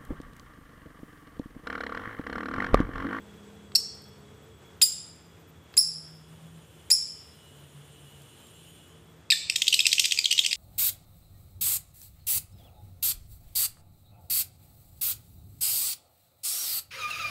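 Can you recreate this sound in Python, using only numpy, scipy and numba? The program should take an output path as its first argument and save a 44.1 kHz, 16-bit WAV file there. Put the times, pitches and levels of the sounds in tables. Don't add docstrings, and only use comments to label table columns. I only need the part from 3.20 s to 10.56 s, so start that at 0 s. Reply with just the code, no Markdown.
import sys
import numpy as np
from scipy import signal
from scipy.fft import rfft, irfft
from scipy.io import wavfile
from scipy.ndimage import uniform_filter1d, minimum_filter1d
from numba import njit

SR = 44100
rng = np.random.default_rng(int(sys.argv[2]) if len(sys.argv) > 2 else 0)


def transcribe(signal):
    frames = np.atleast_2d(signal).T
    limited = np.clip(frames, -1, 1)
    pcm = np.round(limited * 32767).astype(np.int16)
    wavfile.write(sys.argv[1], SR, pcm)


def voltage_ratio(level):
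    return 10 ** (np.asarray(level, float) / 20)


N = 324576
TIME = np.arange(N) / SR

# [f/Hz, density/dB]
HOUSE_COLOUR = [(15, -62), (25, -51), (76, 5), (206, -5), (373, -6.5), (439, -7), (734, -11), (1290, -12),
                (2990, -20.5), (3430, -17.5), (4250, -26.5), (7920, -25), (11600, -40), (13600, -32.5),
                (16000, -62)]
# [t/s, level/dB]
HOUSE_LEVEL = [(0, -54), (2.4, -55), (3.3, -55), (4.2, -56), (5.8, -57.5), (7.36, -62.5)]
# [start t/s, end t/s, start f/Hz, end f/Hz, level/dB]
DRONE_SPELLS = [(0, 0.495, 167, 167, -61.5), (0.604, 1.407, 142, 142, -61), (1.522, 2.5, 167, 160.9, -59),
                (2.607, 3.446, 160, 155.8, -51.5), (3.455, 4.201, 155, 150.7, -61.5),
                (4.29, 5.104, 146, 139, -56.5), (5.303, 6.352, 162, 157.2, -60),
                (6.359, 7.398, 157, 158, -68)]
# [f/Hz, width/Hz, level/dB to the second chirp, level/dB after]
STEADY_TONES = [(204.6, 0.89, -61.5, -87.5), (354, 1.1, -75, -71.5), (416, 6.2, -63.5, -91),
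                (447.6, 10, -62.5, -69.5), (3359, 33, -68.5, -72), (7900, 30, -76.5, -96.5),
                (10000, 20, -89.5, -98), (13160, 25, -90.5, -90), (13450, 40, -77, -75)]
# [f/Hz, level/dB]
MACHINE_LINES = [(2923, -72.5), (3074, -75), (3418, -80), (4070, -82.5), (5227, -89), (6837, -79),
                 (7434, -78), (8818, -74.5), (9216, -79), (10126, -81.5), (10460, -87.5), (11041, -81),
                 (11364, -87), (12080, -101), (13517, -89), (14153, -93.5)]
# [f/Hz, density/dB]
MACHINE_HISS = [(1180, -45), (2000, -22), (2620, -8.5), (3010, -3), (4940, -23), (8930, -11.5),
                (12700, -23.5), (13800, -15), (16000, -38)]
# [t/s, level/dB]
MACHINE_LEVEL = [
    (2.6, -79),
    (3.1, -67.5),
    (4, -64),
    (4.6, -63),
    (5.5, -59),
    (5.75, -66),
    (6.1, -80),
]
# [f/Hz, t60/s, level/dB]
ROOM_TAIL = [(1500, 0.62, -17), (2500, 1, -10), (4000, .75, -7), (5500, 0.62, -4), (8100, 0.59, -3.5),
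             (8800, 0.66, -14), (13600, 0.25, -8.5)]
ROOM_SEND = [
    -3.15,
    -3.5,
    0.66,
    0.3,
    -0.28,
    -2.9,
]
ROOM_SEND_FROM = (0, 1.5, 2.4, 3.5, 6, 6.29)
# [delay/ms, share]
NEAR_ECHOES = [(.78, 0.062), (1.58, 0.59), (1.72, -0.22), (1.82, 0.46), (3.3, 0.1), (4.45, -0.17),
               (6.0, -0.18), (9.5, 0.13), (24.5, 0.14), (40.5, 0.048), (43.5, -0.052)]
# [t/s, peak level/dB, f/Hz]
CLAW_TICKS = [(0.519, -41, 1897), (.75, -51, 11860), (.82, -51, 11300), (0.841, -55, 11300),
              (2.540, -36.5, 2358), (2.569, -42.5, 1097), (3.703, -27.5, 1300), (1.614, -34, 2090),
              (5.018, -47, 9000), (5.27, -51, 9200)]
# [f/Hz, gain/dB]
UPPER_COLOUR = [(1000, -32), (2000, -12.5), (3500, -11), (5000, -9.5), (6200, -25), (7700, 4), (9000, -1.5),
                (11000, -6), (13000, 3.5), (15500, -10)]
HALF_PITCH_LINES = (-17, 0, -13)
# [t/s, length/ms, start f/Hz, end f/Hz, level/dB]
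SUNG_NOTES = [(.5506, 9, 5840, 4330, -13), (.5556, 10.8, 5830, 5290, -14), (.5612, 6.7, 5340, 5570, -17.5),
              (1.6139, 8.1, 1916, 3014, -24.5), (1.617, 13, 3215, 3745, -27), (1.6207, 10, 4600, 5114, -14),
              (1.6258, 21.5, 5236, 4804, -15.5), (2.567, 5.7, 4500, 4990, -37.5),
              (2.5718, 4.8, 5000, 5060, -25.5), (2.5749, 24.7, 4630, 5442, -11),
              (3.7015, 10, 4830, 4826, -29.5), (3.708, 6, 4830, 5750, -24), (3.7118, 31, 4600, 5453, -11),
              (6.117, 7, 4010, 2100, -15.5), (6.1196, 17.8, 2260, 1734, -22.5)]
# [overtone level/dB, half-pitch lines level/dB]
NOTE_VOICES = [(-16, -22.5), (-14, -18.5), (-12, -30.5), (-7.5, 1), (18.5, -11.5), (-9, -18), (6, -32),
               (4.5, 20), (-6, -5.5), (1.5, -31.5), (-15, 10.5), (-9.5, -15), (-2.5, -28.5), (-5, -38),
               (8.5, -26)]
NOTE_ROUGHNESS = (.1, .07, .05, .5, .06, .07, .03, .18, .1, .03, .3, .2, .03, .08, .06)
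# [t/s, length/ms, start f/Hz, top f/Hz, level/dB]
CHATTER_BEATS = [(6.1065, 3.44, 3280, 4960, -11.5), (6.2975, 3.9, 2260, 3450, -17),
                 (6.3573, 7.1, 1710, 4280, -14.5), (6.4185, 4.25, 2450, 4160, -14),
                 (6.4792, 4.1, 2860, 5500, -10.5), (6.5397, 6.5, 2110, 5500, -13),
                 (6.6024, 6.1, 3180, 3940, -11), (6.6659, 4.34, 1640, 4840, -12),
                 (6.7281, 4.9, 1730, 4540, -13), (6.794, 6.2, 1670, 4690, -11.5),
                 (6.855, 3.6, 1700, 4850, -14), (6.9199, 4.74, 2210, 3670, -15),
                 (7.0557, 3.3, 3010, 4050, -12), (7.1249, 4.7, 1720, 4080, -16),
                 (7.1899, 5.1, 3060, 3770, -12), (7.2612, 4.8, 1820, 4080, -15),
                 (7.3285, 3.9, 1710, 4080, -16.5), (6.4684, 3.4, 2700, 4500, -22.5),
                 (6.7156, 4.8, 3000, 5000, -20), (6.8444, 2.9, 2970, 4560, -14),
                 (6.9093, 3, 2720, 4370, -22), (7.178, 4.9, 3070, 4500, -16.5)]
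# [t/s, length/ms, f/Hz, level/dB]
GRACE_STROKES = [(6.1022, 3, 2580, -14), (6.525, 8.7, 3060, -14), (6.5908, 4.8, 2645, -17.5),
                 (6.647, 5.6, 2510, -30.5), (6.654, 4.3, 2780, -19), (6.781, 3.3, 3100, -14),
                 (6.8403, 3, 2550, -23.5), (6.8505, 7.3, 2430, -22.5), (6.9635, 3.3, 2340, -40),
                 (6.9739, 3.4, 2600, -22), (6.9873, 4.4, 2500, -11.5), (7.0425, 3.6, 4260, -15.5),
                 (7.1067, 4.5, 2530, -27.5), (7.11, 9.3, 2984, -13), (7.163, 3.6, 2130, -28),
                 (7.237, 3.5, 2400, -25), (7.2437, 2.8, 2650, -26), (7.247, 3.8, 2980, -14),
                 (7.304, 5.7, 1970, -44), (7.31, 6, 2500, -25), (7.3156, 3.9, 2890, -18)]

HISS_DB, HISS_FOLLOWS, HISS_EARLY_DB, HISS_FADE_S = -59, 0.25, 3, 2.7
DRONE_FADE_S = 0.15
LINE_WIDTH = 0.0037
MACHINE_LINES_DB = -1
GAIN_TOP_DB, GAIN_RATIO, GAIN_ATTACK_S, GAIN_RELEASE_S = -29.5, 1.1, 0.003, 0.25
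AWAY_S, AWAY_HZ, AWAY_SHARE, AWAY_ROOM_SHARE = 6, 7660, 0.64, 0.25
RASP_TOP_HZ, THROAT_HZ = 9000, 2090

NOTE_FALL_DB = -5
NOTE_ATTACK_MS, NOTE_RELEASE_MS, NOTE_SAG_DB_MS = 2.4, 3.5, -0.3953
GLIDE_SHARE = .22
OVERTONE_PEAK, OVERTONE_LATE_DB = 0.44, -12
ONSET_MS, ONSET_HALF_DB, ONSET_ROUGH = 3.5, 17, .3

CHATTER_DB, CHATTER_FALL_DB, CHATTER_HALF_DB, CHATTER_ROUGH = 0.5, -6, -16, .3
RASP_DB = -8.5
SCOOP, SCOOP_MS = .22, .8
GRACE_SAG = 0.018
# (pitch where both are equal/Hz, dB per kHz)
BEAT_OVERTONE, GRACE_OVERTONE, OVERTONE_FLOOR_DB = (2080, -8), (2580, -31), -11.5

SQUARE = 0.038
PEAK, LIMIT_MS = .68, 1.2
TOP_HZ = 15450


def curve(table, column):
    return np.interp(TIME, [row[0] for row in table], [row[column] for row in table])


def unit(x):
    return x / np.sqrt(np.mean(x ** 2))


def lowpass(x, hz):
    return signal.sosfilt(signal.butter(2, hz, fs=SR, output="sos"), x)


def coloured(points):
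    hz, db = np.transpose(points)
    bins = np.log(np.fft.rfftfreq(N, 1 / SR) + 1)
    gain = voltage_ratio(np.interp(bins, np.log(hz), db))
    return unit(irfft(rfft(rng.standard_normal(N)) * gain, N))


def ring(hz, width):
    bins = np.fft.rfftfreq(N, 1 / SR)
    resonance = 1 / (1 + (2 * (bins - hz) / width) ** 2)
    return unit(irfft(rfft(rng.standard_normal(N)) * resonance, N))


def walk(rate, count=N):
    k = max(int(SR / rate), 1)
    steps = np.repeat(rng.standard_normal(count // k + 1), k)
    return 1.845 * uniform_filter1d(uniform_filter1d(steps, k), k)[:count]


def house_noise():
    air = coloured(HOUSE_COLOUR)
    low = lowpass(air, 600)
    house_db = curve(HOUSE_LEVEL, column=1)
    early_db = HISS_EARLY_DB * np.exp(-TIME / HISS_FADE_S)
    hiss_db = HISS_DB + HISS_FOLLOWS * (house_db - house_db.mean()) + early_db
    rumble = unit(low) * voltage_ratio(house_db + 0.48 * walk(1.6))
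    return rumble + unit(air - low) * voltage_ratio(hiss_db + 0.59 * walk(20.0))


def drone():
    out = np.zeros(N)
    waver_hz, flicker_db = 1.4 * walk(8), 2.1 * walk(29)
    for start, end, start_hz, end_hz, db in DRONE_SPELLS:
        hz = np.interp(TIME, [start, end], [start_hz, end_hz]) + waver_hz
        phase = 2 * np.pi * np.cumsum(hz) / SR
        fade = np.clip(np.minimum(TIME - start, end - TIME) / DRONE_FADE_S + .5, 0, 1)
        out += np.sqrt(2) * np.sin(phase) * fade * voltage_ratio(db + flicker_db)
    return out


def steady_tones():
    out = np.zeros(N)
    for hz, width, early_db, late_db in STEADY_TONES:
        out += ring(hz, width) * voltage_ratio(np.interp(TIME, [1.55, 1.7], [early_db, late_db]))
    return out


def far_machine():
    lines = unit(sum(voltage_ratio(db) * ring(hz, LINE_WIDTH * hz) for hz, db in MACHINE_LINES))
    hiss = coloured(MACHINE_HISS) * voltage_ratio(.7 * walk(0.64))
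    swell = voltage_ratio(curve(MACHINE_LEVEL, column=1))
    return swell * machine_mix(lines, hiss)


def room_response():
    t = TIME[:SR]
    response = np.zeros(SR)
    unevenness_db = 8 * rng.standard_normal(SR) * np.exp(-t / .04)
    spectrum = rfft(rng.standard_normal(SR) * voltage_ratio(unevenness_db))
    place = np.log(np.fft.rfftfreq(SR, 1 / SR) + 1)
    centres = np.log([row[0] for row in ROOM_TAIL])
    for k, (hz, t60, db) in enumerate(ROOM_TAIL):
        share = np.interp(place, centres, np.arange(len(ROOM_TAIL)) == k)
        band = irfft(spectrum * share, SR)
        fade = np.exp(-np.log(1000) * t / t60) * (1 - np.exp(-t / 0.0098))
        response += voltage_ratio(db) * band * fade / np.sqrt(np.sum(fade ** 2))
    return response


def near_response():
    response = np.zeros(2048)
    response[0] = 1
    for ms, share in NEAR_ECHOES:
        response += share * np.sinc(np.arange(2048) - ms * SR / 1000)
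    return response


@njit
def follow(size, attack, release):
    out, e = np.empty(len(size)), 0.
    for i in range(len(size)):
        e += (size[i] - e) * (attack if size[i] > e else release)
        out[i] = e
    return out


def gain_control(bird):
    heard = follow(np.abs(bird), 1 / (GAIN_ATTACK_S * SR), 1 / (GAIN_RELEASE_S * SR))
    return np.minimum(1, voltage_ratio(GAIN_TOP_DB) / (heard + 1e-9)) ** (1 - 1 / GAIN_RATIO)


def ticks():
    out, t = np.zeros(N), TIME[:400]
    for s, db, hz in CLAW_TICKS:
        edges = [hz / 2.5, min(hz * 1.6, .4 * SR)]
        band = signal.butter(2, edges, "band", fs=SR, output="sos")
        burst = signal.sosfilt(band, rng.standard_normal(len(t)))
        out[int(s * SR):][:len(t)] += voltage_ratio(db) * unit(burst) * np.exp(-t / 0.001)
    return out


def upper_gain(hz):
    beak_hz, db = np.transpose(UPPER_COLOUR)
    return voltage_ratio(np.interp(np.log(hz), np.log(beak_hz), db))


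def syrinx(hz, overtone_db, half_db, rough, fall_db):
    shake, flutter = walk(2500, count=2048)[:len(hz)], walk(1800, count=2048)[:len(hz)]
    shaken_hz = hz * (1 + 0.076 * rough * shake)
    phase = 2 * np.pi * (np.cumsum(shaken_hz) / SR + rng.random())
    voice = np.sin(phase) + voltage_ratio(overtone_db) * np.sin(2 * phase)
    for k in range(3, 8):
        level = upper_gain(k * hz) * voltage_ratio(overtone_db + (k - 2.5) * fall_db)
        voice = voice + (k * hz < .4 * SR) * level * np.sin(k * phase)
    for k, line_db in enumerate(HALF_PITCH_LINES):
        voice = voice + voltage_ratio(half_db + line_db) * np.sin((k + .5) * phase)
    return voice * (1 + rough * flutter)


def chatter(rasp):
    out = np.zeros(N)
    strokes = [row + (BEAT_OVERTONE,) for row in CHATTER_BEATS]
    for s, ms, hz, db in GRACE_STROKES:
        strokes.append((s, ms, hz, hz * (1 - GRACE_SAG), db, GRACE_OVERTONE))
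    for s, ms, start_hz, end_hz, db, (even_hz, slope) in strokes:
        share = np.arange(int(ms * SR / 1000)) / (ms * SR / 1000)
        at = int(s * SR) + np.arange(len(share))
        scoop = 1 - SCOOP * np.exp(-share * ms / SCOOP_MS)
        hz = (start_hz + (end_hz - start_hz) * share) * scoop
        overtone_db = max(slope * (start_hz - even_hz) / 1000, OVERTONE_FLOOR_DB)
        strong_db = max(overtone_db, 0)
        voice = syrinx(hz, overtone_db, CHATTER_HALF_DB + strong_db, CHATTER_ROUGH, CHATTER_FALL_DB)
        voice = voice * voltage_ratio(-strong_db) + voltage_ratio(RASP_DB) * rasp[at]
        out[at] += voltage_ratio(db + CHATTER_DB) * np.sin(np.pi * share ** .7) * voice
    return out


def notes(rasp):
    out = np.zeros(N)
    for note, (overtone_db, half_db), rough in zip(SUNG_NOTES, NOTE_VOICES, NOTE_ROUGHNESS):
        s, ms, start_hz, end_hz, db = note
        t = np.arange(int(ms * SR / 1000)) * 1000 / SR
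        at = int(s * SR) + np.arange(len(t))
        hz = end_hz + (start_hz - end_hz) * np.exp(-t / (GLIDE_SHARE * ms))
        unsteady = np.exp(-t / ONSET_MS)
        from_peak = (t / ms - OVERTONE_PEAK) / (1 - OVERTONE_PEAK)
        upper_db = overtone_db + OVERTONE_LATE_DB * from_peak ** 2
        lines_db = half_db + ONSET_HALF_DB * unsteady * (half_db < 0)
        shaky = rough + ONSET_ROUGH * unsteady
        strongest = voltage_ratio(np.maximum(0, np.maximum(upper_db, lines_db)))
        voice = syrinx(hz, upper_db, lines_db, shaky, NOTE_FALL_DB)
        voice = voice + 1.4 * shaky * strongest * rasp[at]
        ends = np.clip(np.minimum(t / NOTE_ATTACK_MS, (ms - t) / NOTE_RELEASE_MS), 0, 1)
        out[at] += np.sin(np.pi / 2 * ends) ** 2 * voltage_ratio(db + NOTE_SAG_DB_MS * t) * voice
    return out


def machine_mix(lines, hiss):
    return lines * voltage_ratio(MACHINE_LINES_DB) + hiss


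def parrot():
    rasp = lowpass(coloured(UPPER_COLOUR), RASP_TOP_HZ)
    throat = signal.butter(6, THROAT_HZ, "high", fs=SR, output="sos")
    return notes(rasp) + ticks() + signal.sosfilt(throat, chatter(rasp))


def scene():
    voice = parrot()
    lost = (TIME > AWAY_S) * (lowpass(voice, AWAY_HZ) - voice)
    direct = voice + AWAY_SHARE * lost
    send_db = np.array(ROOM_SEND)[np.searchsorted(ROOM_SEND_FROM, TIME, "right") - 1]
    sent = voltage_ratio(send_db) * (voice + AWAY_ROOM_SHARE * lost)
    near = signal.fftconvolve(direct, near_response())[:N]
    bird = near + signal.fftconvolve(sent, room_response())[:N]
    background = house_noise() + drone() + steady_tones() + far_machine()
    return (bird + gain_control(bird) * background)[None]


def band_limit(x):
    return signal.sosfilt(signal.butter(12, 16480, fs=SR, output="sos"), x)


def record(dry):
    dry = dry + SQUARE * dry ** 2
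    span = int(LIMIT_MS * SR / 1000)
    held_peak = -minimum_filter1d(-np.abs(dry), size=span)
    size = uniform_filter1d(held_peak, size=span)
    rounded = dry / (1 + (size / PEAK) ** 4) ** .25
    cut = signal.sosfilt(signal.ellip(8, .2, 45, TOP_HZ, fs=SR, output="sos"), rounded)
    return band_limit(cut)


dry = scene()
out = record(dry)
transcribe(out)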